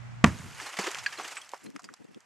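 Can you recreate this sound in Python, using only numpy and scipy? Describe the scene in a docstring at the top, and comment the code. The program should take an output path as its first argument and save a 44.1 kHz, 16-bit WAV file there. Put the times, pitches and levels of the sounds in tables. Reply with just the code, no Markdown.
"""A charge splits a big stone block in a snowy quarry: sharp cracks on a low thump, echoes, a hiss of gas.
The freed slab tips over, grinding on grit, lands and breaks; loose stones knock and flat shards ring.
Cracks and knocks are filtered impulses with noisy tails; gravel is tiny damped grains over a rush of sand.
A distant engine hums before the blast and fades out after it; light wind flutters on the microphone."""
import sys
import numpy as np
from scipy import signal
from scipy.fft import rfft, irfft, next_fast_len
from scipy.io import wavfile
from scipy.ndimage import uniform_filter1d, map_coordinates

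SR = 44100
rng = np.random.default_rng(int(sys.argv[2]) if len(sys.argv) > 2 else 0)


def master_out(mix):
    """Clip the mix to full scale and print it as 16-bit PCM to the path in sys.argv[1]."""
    frames = np.transpose(np.atleast_2d(mix))
    ceiling = np.clip(frames, -1, 1)
    pcm = np.round(ceiling * 32767).astype(np.int16)
    wavfile.write(sys.argv[1], SR, pcm)


N = 99225
TIME, FREQS = np.arange(N) / SR, np.fft.rfftfreq(N, 1 / SR)
BLAST_S, LANDING_S = 0.2398, 0.787
THUMP_RISE_S, BAND_LIMIT_HZ = 0.0027, 15200


def amp(db):
    return 10 ** (np.asarray(db) / 20)


def unit_rms(x):
    return x / np.sqrt(np.mean(x ** 2) + 1e-20)


def pan(left_db):
    """Stereo gains that put the left side left_db above the right."""
    return amp([[left_db / 2], [-left_db / 2]])


def along(points, hz):
    """Read (frequency [Hz], value) points on a log frequency axis."""
    freqs, values = np.transpose(points)
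    return np.interp(np.log(hz + 1), np.log(freqs + 1), values)


def fader(points):
    """An automation line through (time [s], value) points."""
    return np.interp(TIME, *np.transpose(points))


def wobble(rate):
    """A smooth random curve, rate knots a second."""
    knots = rng.standard_normal(int(N * rate / SR) + 4)
    return map_coordinates(knots, [TIME * rate])


def swell(start, rise, t60):
    """A linear attack, then a decay of 60 dB in t60 seconds."""
    age = TIME - start
    return np.clip(age / rise, 0, 1) * amp(-60 * np.maximum(age - rise, 0) / t60)


def ring(start, hz, t60, rise):
    """One struck, damped mode."""
    return swell(start, rise, t60) * np.sin(2 * np.pi * hz * (TIME - start))


def hit(start, rise, t60, eq_db, tail, impulse=1):
    """An impulse with a dying noise tail, shaped by eq_db(frequency); peak 1."""
    push = tail * swell(start, rise, t60) * rng.standard_normal(N)
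    push[round(start * SR)] += impulse
    return shape_hit(push, eq_db)


def shape_hit(push, eq_db):
    """Minimum-phase EQ, so nothing rings ahead of the attack; peak 1."""
    size = 2 * next_fast_len(N // 2 + SR // 8)
    gain = amp(eq_db(np.fft.rfftfreq(size, 1 / SR)))
    cepstrum = irfft(np.log(np.maximum(gain, 1e-6)), size)
    cepstrum[1:size // 2] *= 2
    cepstrum[size // 2 + 1:] = 0
    shaped = irfft(rfft(push, size) * np.exp(rfft(cepstrum)), size)[:N]
    return shaped / np.abs(shaped).max()


# Narrow image, a little wider on top (frequency [Hz], left-right correlation)
NARROW_IMAGE = [(300, 0.95), (2000, 1), (5000, 0.88), (10000, 0.82)]
# High cut on every noise texture (frequency [Hz], gain [dB])
HIGH_CUT = [(13000, 0), (14500, -30)]

def spread(pair, eq, image=NARROW_IMAGE):
    """Two unrelated signals become the mid and side of an EQ'd stereo texture; rms 1."""
    angle = np.arccos(np.clip(along(image, FREQS), -1, .995)) / 2
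    gain = amp(along(eq, FREQS) + along(HIGH_CUT, FREQS))
    mid, side = irfft(rfft(pair) * gain * [np.cos(angle), np.sin(angle)], N)
    return unit_rms(np.array([mid + side, mid - side]))


def rush(eq, image=NARROW_IMAGE):
    """EQ'd stereo noise."""
    return spread(rng.standard_normal((2, N)), eq, image)


def grains(rate, cycles, scatter_db, centre_hz=3600):
    """Tiny damped contacts of random pitch, size and pan, rate a second, as mid and side."""
    onset, pitch, weight, damping, place = rng.random((int(rate * N / SR), 5)).T[:, :, None]
    hz = centre_hz * 2 ** (4 * (pitch - .5))
    size = amp(scatter_db * np.minimum(-np.log(1 - weight), 3.5))
    samples = np.arange(SR // 100)
    turns = hz * samples / SR
    attack = 1 - np.exp(-2 * turns)
    decay = np.exp(-turns / (cycles * np.exp(2 * damping - 1))) * (1 - samples / len(samples))
    waves = size * np.sin(2 * np.pi * turns) * attack * decay
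    slots = ((onset * N).astype(int) + samples).ravel()
    return np.array([unit_rms(np.bincount(slots, (waves * gain).ravel(), N)[:N])
                     for gain in (1, 2 * place - 1)])


def gravel(eq, rate, cycles, scatter_db, sand_share=0.66):
    """Grains, flattened in spectrum, blended with a fine rush of sand and then EQ'd."""
    spectrum = rfft(grains(rate, cycles, scatter_db))
    contour = np.sqrt(np.abs(uniform_filter1d(np.abs(spectrum) ** 2, size=1500)) + 1e-9)
    crackle = unit_rms(irfft(spectrum / contour, N))
    sand = rng.standard_normal((2, N))
    return spread(np.sqrt(1 - sand_share) * crackle + np.sqrt(sand_share) * sand, eq)


# Engine drone (harmonic number, rms level [dB])
ENGINE_HARMONICS = [(1, -61), (2, -46.5)]
# Open-air bed (frequency [Hz], gain [dB])
AIR_EQ = [(60, -27), (200, -2.5), (420, -10), (700, -1), (2000, -3), (3900, -16), (7400, -19),
          (12000, -42.5)]

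def engine_and_air(engine_hz=59.2, fade_s=0.55):
    """A distant engine hums in a wide bed of air; after the blast the hum fades out and the air dips."""
    fade = np.clip((TIME - BLAST_S) / fade_s, 0, 1)
    hum = sum(np.sqrt(2) * amp(db) * np.sin(2 * np.pi * harmonic * engine_hz * TIME)
              for harmonic, db in ENGINE_HARMONICS)
    air = rush(AIR_EQ, image=[(500, 0.083)])
    return (1 - fade) ** 2 * hum + amp(-54 - 13.7 * fade) * air


# Short puffs (time [s], level [dB], half-length [s])
WIND_PUFFS = [(1.674, -43, 0.023), (1.758, -42, 0.011), (1.856, -49, 0.017), (1.914, -52, 0.013),
              (2.013, -48, 0.011), (2.049, -44, 0.0047), (2.105, -52.5, 0.021), (2.17, -44.5, 0.0091)]
# Fader ride of the buffeting (time [s], level [dB])
BUFFET_RIDE = [(.1, -47), (.5, -48.5), (.6, -54), (.66, -71), (.76, -90), (1.0, -52.5), (1.2, -65),
               (1.55, -78)]
# Soft flutter and deeper buffeting (frequency [Hz], gain [dB])
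FLUTTER_EQ = [(30, -44), (90, -16.5), (200, -1.5), (270, 0), (450, -8), (900, -25), (2500, -49)]
BUFFET_EQ = [(30, -17.5), (70, -5), (120, 6.5), (200, -4.5), (400, -24.5), (1000, -56)]

def wind():
    """Light wind pushes the two microphone ports mostly in opposition: buffeting, then short puffs."""
    opposed = [(100, -0.82)]
    puffs = sum(amp(db) * np.exp(-.5 * ((TIME - centre) / half) ** 2) for centre, db, half in WIND_PUFFS)
    flutter = puffs * rush(FLUTTER_EQ, opposed) * pan(3.2)
    return flutter + amp(fader(BUFFET_RIDE)) * rush(BUFFET_EQ, opposed)


# Broad gas hiss (frequency [Hz], gain [dB])
GAS_EQ = [(60, -39.5), (200, -10), (400, -2.5), (1500, 2), (2700, 0), (4000, -7), (7000, -4.5),
          (10000, -12), (13000, -20)]

def gas():
    """Gas and dust hiss out of the split."""
    envelope = amp(-45) * swell(BLAST_S, 0.018, 5.5) * fader([(.6, 0.76), (.9, 0)])
    return envelope * gravel(GAS_EQ, rate=3000, cycles=3, scatter_db=6)


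# Fader ride from grind to trickle (time [s], level [dB])
GRIT_RIDE = [(0.5, -58.5), (0.636, -41), (0.768, -46.5), (0.826, -41.5), (1.05, -46), (1.33, -45.5),
             (1.43, -54.5), (1.542, -57.5), (1.742, -66), (2.25, -68.5)]
# Midrange grind and bright clinks (frequency [Hz], gain [dB])
GRIND_EQ = [(60, -58), (160, -39), (280, -12.5), (500, -7), (800, -1), (1950, -0.5), (2800, -3.5),
            (3900, -13.5), (4500, -10), (7500, -14), (10000, -17.5), (12500, -26)]
CLINK_EQ = [(500, -50), (2500, -6), (7500, 0), (10500, -16.5)]

def grit():
    """Grit grinds in spurts under the tipping slab, then trickles off it; small chips clink in it."""
    grind = gravel(GRIND_EQ, rate=4600, cycles=1.2, scatter_db=6)
    clinks = gravel(CLINK_EQ, rate=450, cycles=28, scatter_db=5)
    fade_in = fader([(.48, 0.21), (.58, 1)])
    spurts = amp(fader(GRIT_RIDE) + 1.9 * wobble(rate=70))
    return fade_in * spurts * (grind + amp(-6) * clinks)


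# Single ticks of grit (time [s], level [dB])
GRIT_SNAPS = [(.812, -33), (0.8693, -33.5), (0.9149, -34), (1.2785, -34.5), (1.283, -39), (1.313, -45),
              (1.356, -42), (1.415, -45), (1.447, -47.5), (1.492, -42), (1.5172, -45.5), (1.577, -52),
              (1.633, -55), (1.662, -49.5), (1.702, -52), (1.82, -52), (1.833, -52.5), (2.044, -56.5),
              (2.205, -54)]

def snaps():
    """Bits of grit snap under the weight or drop on stone: very short, bright bursts."""
    bursts = sum(amp(db) * swell(start, rise=0.00026, t60=0.014) for start, db in GRIT_SNAPS)
    return bursts * rush(CLINK_EQ)


# Shard pings (time [s], level [dB], pitch [Hz], t60 [s])
SHARD_PINGS = [(1.0638, -14.5, 1650, 0.034), (0.665, -34.5, 4210, 0.038), (0.818, -30, 4480, 0.028),
               (1.137, -35.5, 2680, 0.028), (1.176, -32.5, 4200, 0.032), (1.217, -42, 6040, 0.15),
               (1.372, -31.5, 7990, 0.06), (1.416, -38, 3275, 0.05), (1.663, -44, 4150, 0.039),
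               (1.842, -38.5, 4770, 0.042)]
# Partials of a shard (pitch ratio, gain [dB])
SHARD_PARTIALS = [(1, -4.5), (1.935, -23.5), (2.575, -17.5), (2.86, -16.5), (3.59, -25)]

def shards():
    """Flat shards ring briefly in inharmonic modes."""
    return sum(amp(db + mode_db) * ring(start, hz * ratio, t60, rise=0.0017)
               for start, db, hz, t60 in SHARD_PINGS
               for ratio, mode_db in SHARD_PARTIALS if hz * ratio < BAND_LIMIT_HZ * 2 / 3)


# Stone hits (time [s], peak [dB], centre [Hz], half-width [octaves], t60 [s], chip send [dB])
STONE_KNOCKS = [(.6, -27.5, 1640, 0.54, 0.033, -9), (.615, -44.5, 334, 0.27, 0.04, 5),
                (0.7906, -25, 5400, 0.69, 0.15, -9), (.874, -29, 394, 0.29, 0.029, -23),
                (0.9465, -24, 2740, 0.26, 0.014, -2.5), (0.9549, -25.5, 1580, 0.45, 0.0086, -11),
                (0.9858, -27, 2320, 0.84, 0.083, -7), (1.062, -15.5, 2070, 0.47, 0.028, -16.5),
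                (1.198, -27, 930, 0.61, 0.055, -18), (1.369, -25.5, 1830, 0.64, 0.06, -21),
                (1.5354, -23, 760, 0.72, 0.021, -18), (1.543, -32.5, 990, .8, 0.046, -11),
                (1.641, -44.5, 10000, 0.2, 0.084, -7), (1.7622, -32, 1730, 0.58, 0.018, -4),
                (1.794, -37.5, 1050, 0.61, 0.052, -6), (1.8421, -37.5, 1850, 0.86, 0.059, -0.5),
                (1.889, -33, 1430, 0.39, 0.024, -27), (1.939, -33.5, 5000, 0.66, 0.017, -1),
                (2.146, -44, 3070, 0.22, 0.0062, 1)]
# The range a loose stone radiates, and its chipping edge (frequency [Hz], gain [dB])
STONE_EQ = [(60, -45), (130, -14), (260, 5.5), (12000, 6.5), (15000, -9)]
CHIP_EQ = [(300, -36), (1000, -0.5), (3500, -29), (5000, -1.5), (7500, -7), (11000, -21.5), (13300, -27)]

def stones():
    """Loose stones knock, each in its own band, and chip; nearby rocks scatter knocks and shard rings."""
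    direct, chipping = shards(), 0
    for start, db, hz, octaves, t60, chip_db in STONE_KNOCKS:
        def band_db(f):
            return along(STONE_EQ, f) - 10 * np.log10(1 + (np.log2((f + 1) / hz) / octaves) ** 6)
        direct += amp(db) * hit(start, 0.000258, t60, band_db, tail=0.13, impulse=1.4)
        chipping += amp(db + chip_db - 6.5) * swell(start, 0.00021, t60)
    chips = chipping * rush(CHIP_EQ)
    rock_response = rng.standard_normal((2, N)) * swell(0, rise=0.0024, t60=0.092)
    rock_response /= np.linalg.norm(rock_response[0])
    reverb = signal.fftconvolve(direct[None], rock_response, axes=1)[:, :N]
    return direct + chips + amp(-13.5) * reverb


# Heavy contacts (time [s], level [dB], attack [s], t60 [s], thud send [dB])
SLAB_HITS = [(.738, -39, 0.0031, 0.03, -31), (0.768, -32.5, 0.0018, 0.08, -15),
             (0.787, -29.5, 0.0017, 0.11, 2), (0.834, -35, 0.0082, 0.13, -4),
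             (0.859, -33.5, 0.012, 0.1, -1), (.948, -38.5, 0.0015, 0.05, -27),
             (1.124, -36, 0.0032, 0.058, -33), (1.179, -40, 0.0085, 0.23, 0.5),
             (1.244, -39, 0.0023, 0.13, -8.5), (1.633, -54.5, 0.033, 0.036, -17)]
# Crunch on top, thud underneath (frequency [Hz], gain [dB])
CRUNCH_EQ = [(80, -57), (240, -26), (420, -17), (900, -2.5), (1800, 2), (3200, -2.5), (4000, -10.5),
             (4800, -7.5), (7000, -9.5), (10000, -23.5), (12800, -26)]
THUD_EQ = [(40, -46), (120, -29), (220, -11.5), (380, 2), (600, -4), (1200, -2.5), (3000, -64)]
# Low end of the ground under the slab (frequency [Hz], level [dB], t60 [s])
GROUND_MODES = [(53.7, -65, 0.075), (193, -34, 0.073)]

def slab():
    """Each heavy contact crushes gravel and thuds; the full landing shakes the ground."""
    crunch = sum(amp(db) * swell(start, rise, t60) for start, db, rise, t60, _ in SLAB_HITS)
    thud = sum(amp(db + thud_db) * swell(start + 0.0022, rise, 0.7 * t60)
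               for start, db, rise, t60, thud_db in SLAB_HITS)
    ground = sum(amp(db) * ring(LANDING_S, hz, t60, rise=0.0088) for hz, db, t60 in GROUND_MODES)
    return crunch * gravel(CRUNCH_EQ, rate=9300, cycles=1.1, scatter_db=2) + thud * rush(THUD_EQ) + ground


# The quarry's bright slap and dark boom (frequency [Hz], gain [dB])
SLAP_EQ = [(60, -26.5), (200, -14.5), (500, -1), (1100, 1.5), (2200, -2), (4000, -17), (7000, -13.5),
           (13000, -34)]
BOOM_EQ = [(25, -26.5), (50, -27.5), (70, -3.5), (200, -5.5), (330, -15.5), (700, -40.5), (2000, -72.5)]
# Near-mono image of both (frequency [Hz], left-right correlation)
ECHO_IMAGE = [(100, 0.9)]
# Returns from the far slopes (time [s], peak [dB])
FAR_ECHOES = [(.343, -40.5), (0.397, -38.5), (.439, -38), (0.46, -41), (.51, -49)]

def echoes():
    """Rocks and slopes scatter the blast: a bright slap, a boom, then dull thuds from farther off."""
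    slap = amp(-32) * swell(BLAST_S + 0.017, 0.0027, 0.2) * rush(SLAP_EQ, ECHO_IMAGE)
    boom = amp(-22.5) * swell(BLAST_S + 0.0077, 0.0081, 0.23) * rush(BOOM_EQ, ECHO_IMAGE)
    thuds = sum(amp(db) * hit(start, THUMP_RISE_S, 0.13, lambda f: along(BOOM_EQ, f), 0.063, impulse=-1)
                for start, db in FAR_ECHOES)
    return slap + boom + thuds


# Body of the blast: gas thump and block modes (frequency [Hz], level [dB], t60 [s])
THUMP_MODES = [(214.4, -4.5, 0.041), (84.6, -16.5, 0.11), (182.2, -16, 0.077), (678, -29, 0.048),
               (997, -18.5, 0.054), (1150, -18, 0.049), (1812, -20.5, 0.018)]
# Attack of the blast: the stone cracking (time [s], peak [dB], treble shelf [dB])
BLOCK_CRACKS = [(0.2408, -12, 5.5), (0.2436, 2.5, 2), (0.2452, -4, 1.5), (0.2478, -5, -10),
                (.2523, -15.5, -8.5)]
# Hard midrange of a crack (frequency [Hz], gain [dB])
CRACK_EQ = [(100, -19), (450, 3), (1100, 4.5), (2100, 3), (3000, -2), (4000, -12.5), (7600, -14),
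            (10000, -31), (15000, -40.5)]

def blast():
    """The block parts in a few cracks on top of the thump of the gas; a short gust from the blast pushes the
    two microphone ports in opposite phase, with a bright part and a dark part."""
    centre = sum(amp(db) * ring(BLAST_S, hz, t60, THUMP_RISE_S) for hz, db, t60 in THUMP_MODES)
    for start, db, treble_db in BLOCK_CRACKS:
        shock = 0.019 * swell(start - .0006, rise=0.00017, t60=0.0079) * rng.standard_normal(N)
        shock[round(start * SR)] += 1
        shelf = [(1500, 0.02), (6000, treble_db)]
        centre += amp(db) * shape_hit(shock, lambda f: along(CRACK_EQ, f) + along(shelf, f))
    gust_bright = amp(-22.5) * swell(BLAST_S, 0.0023, 0.035) * rush(SLAP_EQ)[0]
    gust_dark = amp(-25.5) * swell(BLAST_S, 0.0029, 0.067) * rush(BOOM_EQ)[0]
    return centre + (gust_bright + gust_dark) * np.array([[1], [-1]])


def scene():
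    """The full mix, leaning slightly right."""
    mix = blast() + echoes() + gas() + grit() + slab() + snaps() + stones() + wind() + engine_and_air()
    return mix * pan(-1.2)


def record(dry):
    """The recorder clips at full scale and rolls off steeply at its band limit."""
    clipped = np.clip(dry, -1, 1)
    return irfft(rfft(clipped) / (1 + (FREQS / BAND_LIMIT_HZ) ** 60), N)


dry = scene()
out = record(dry)
master_out(out)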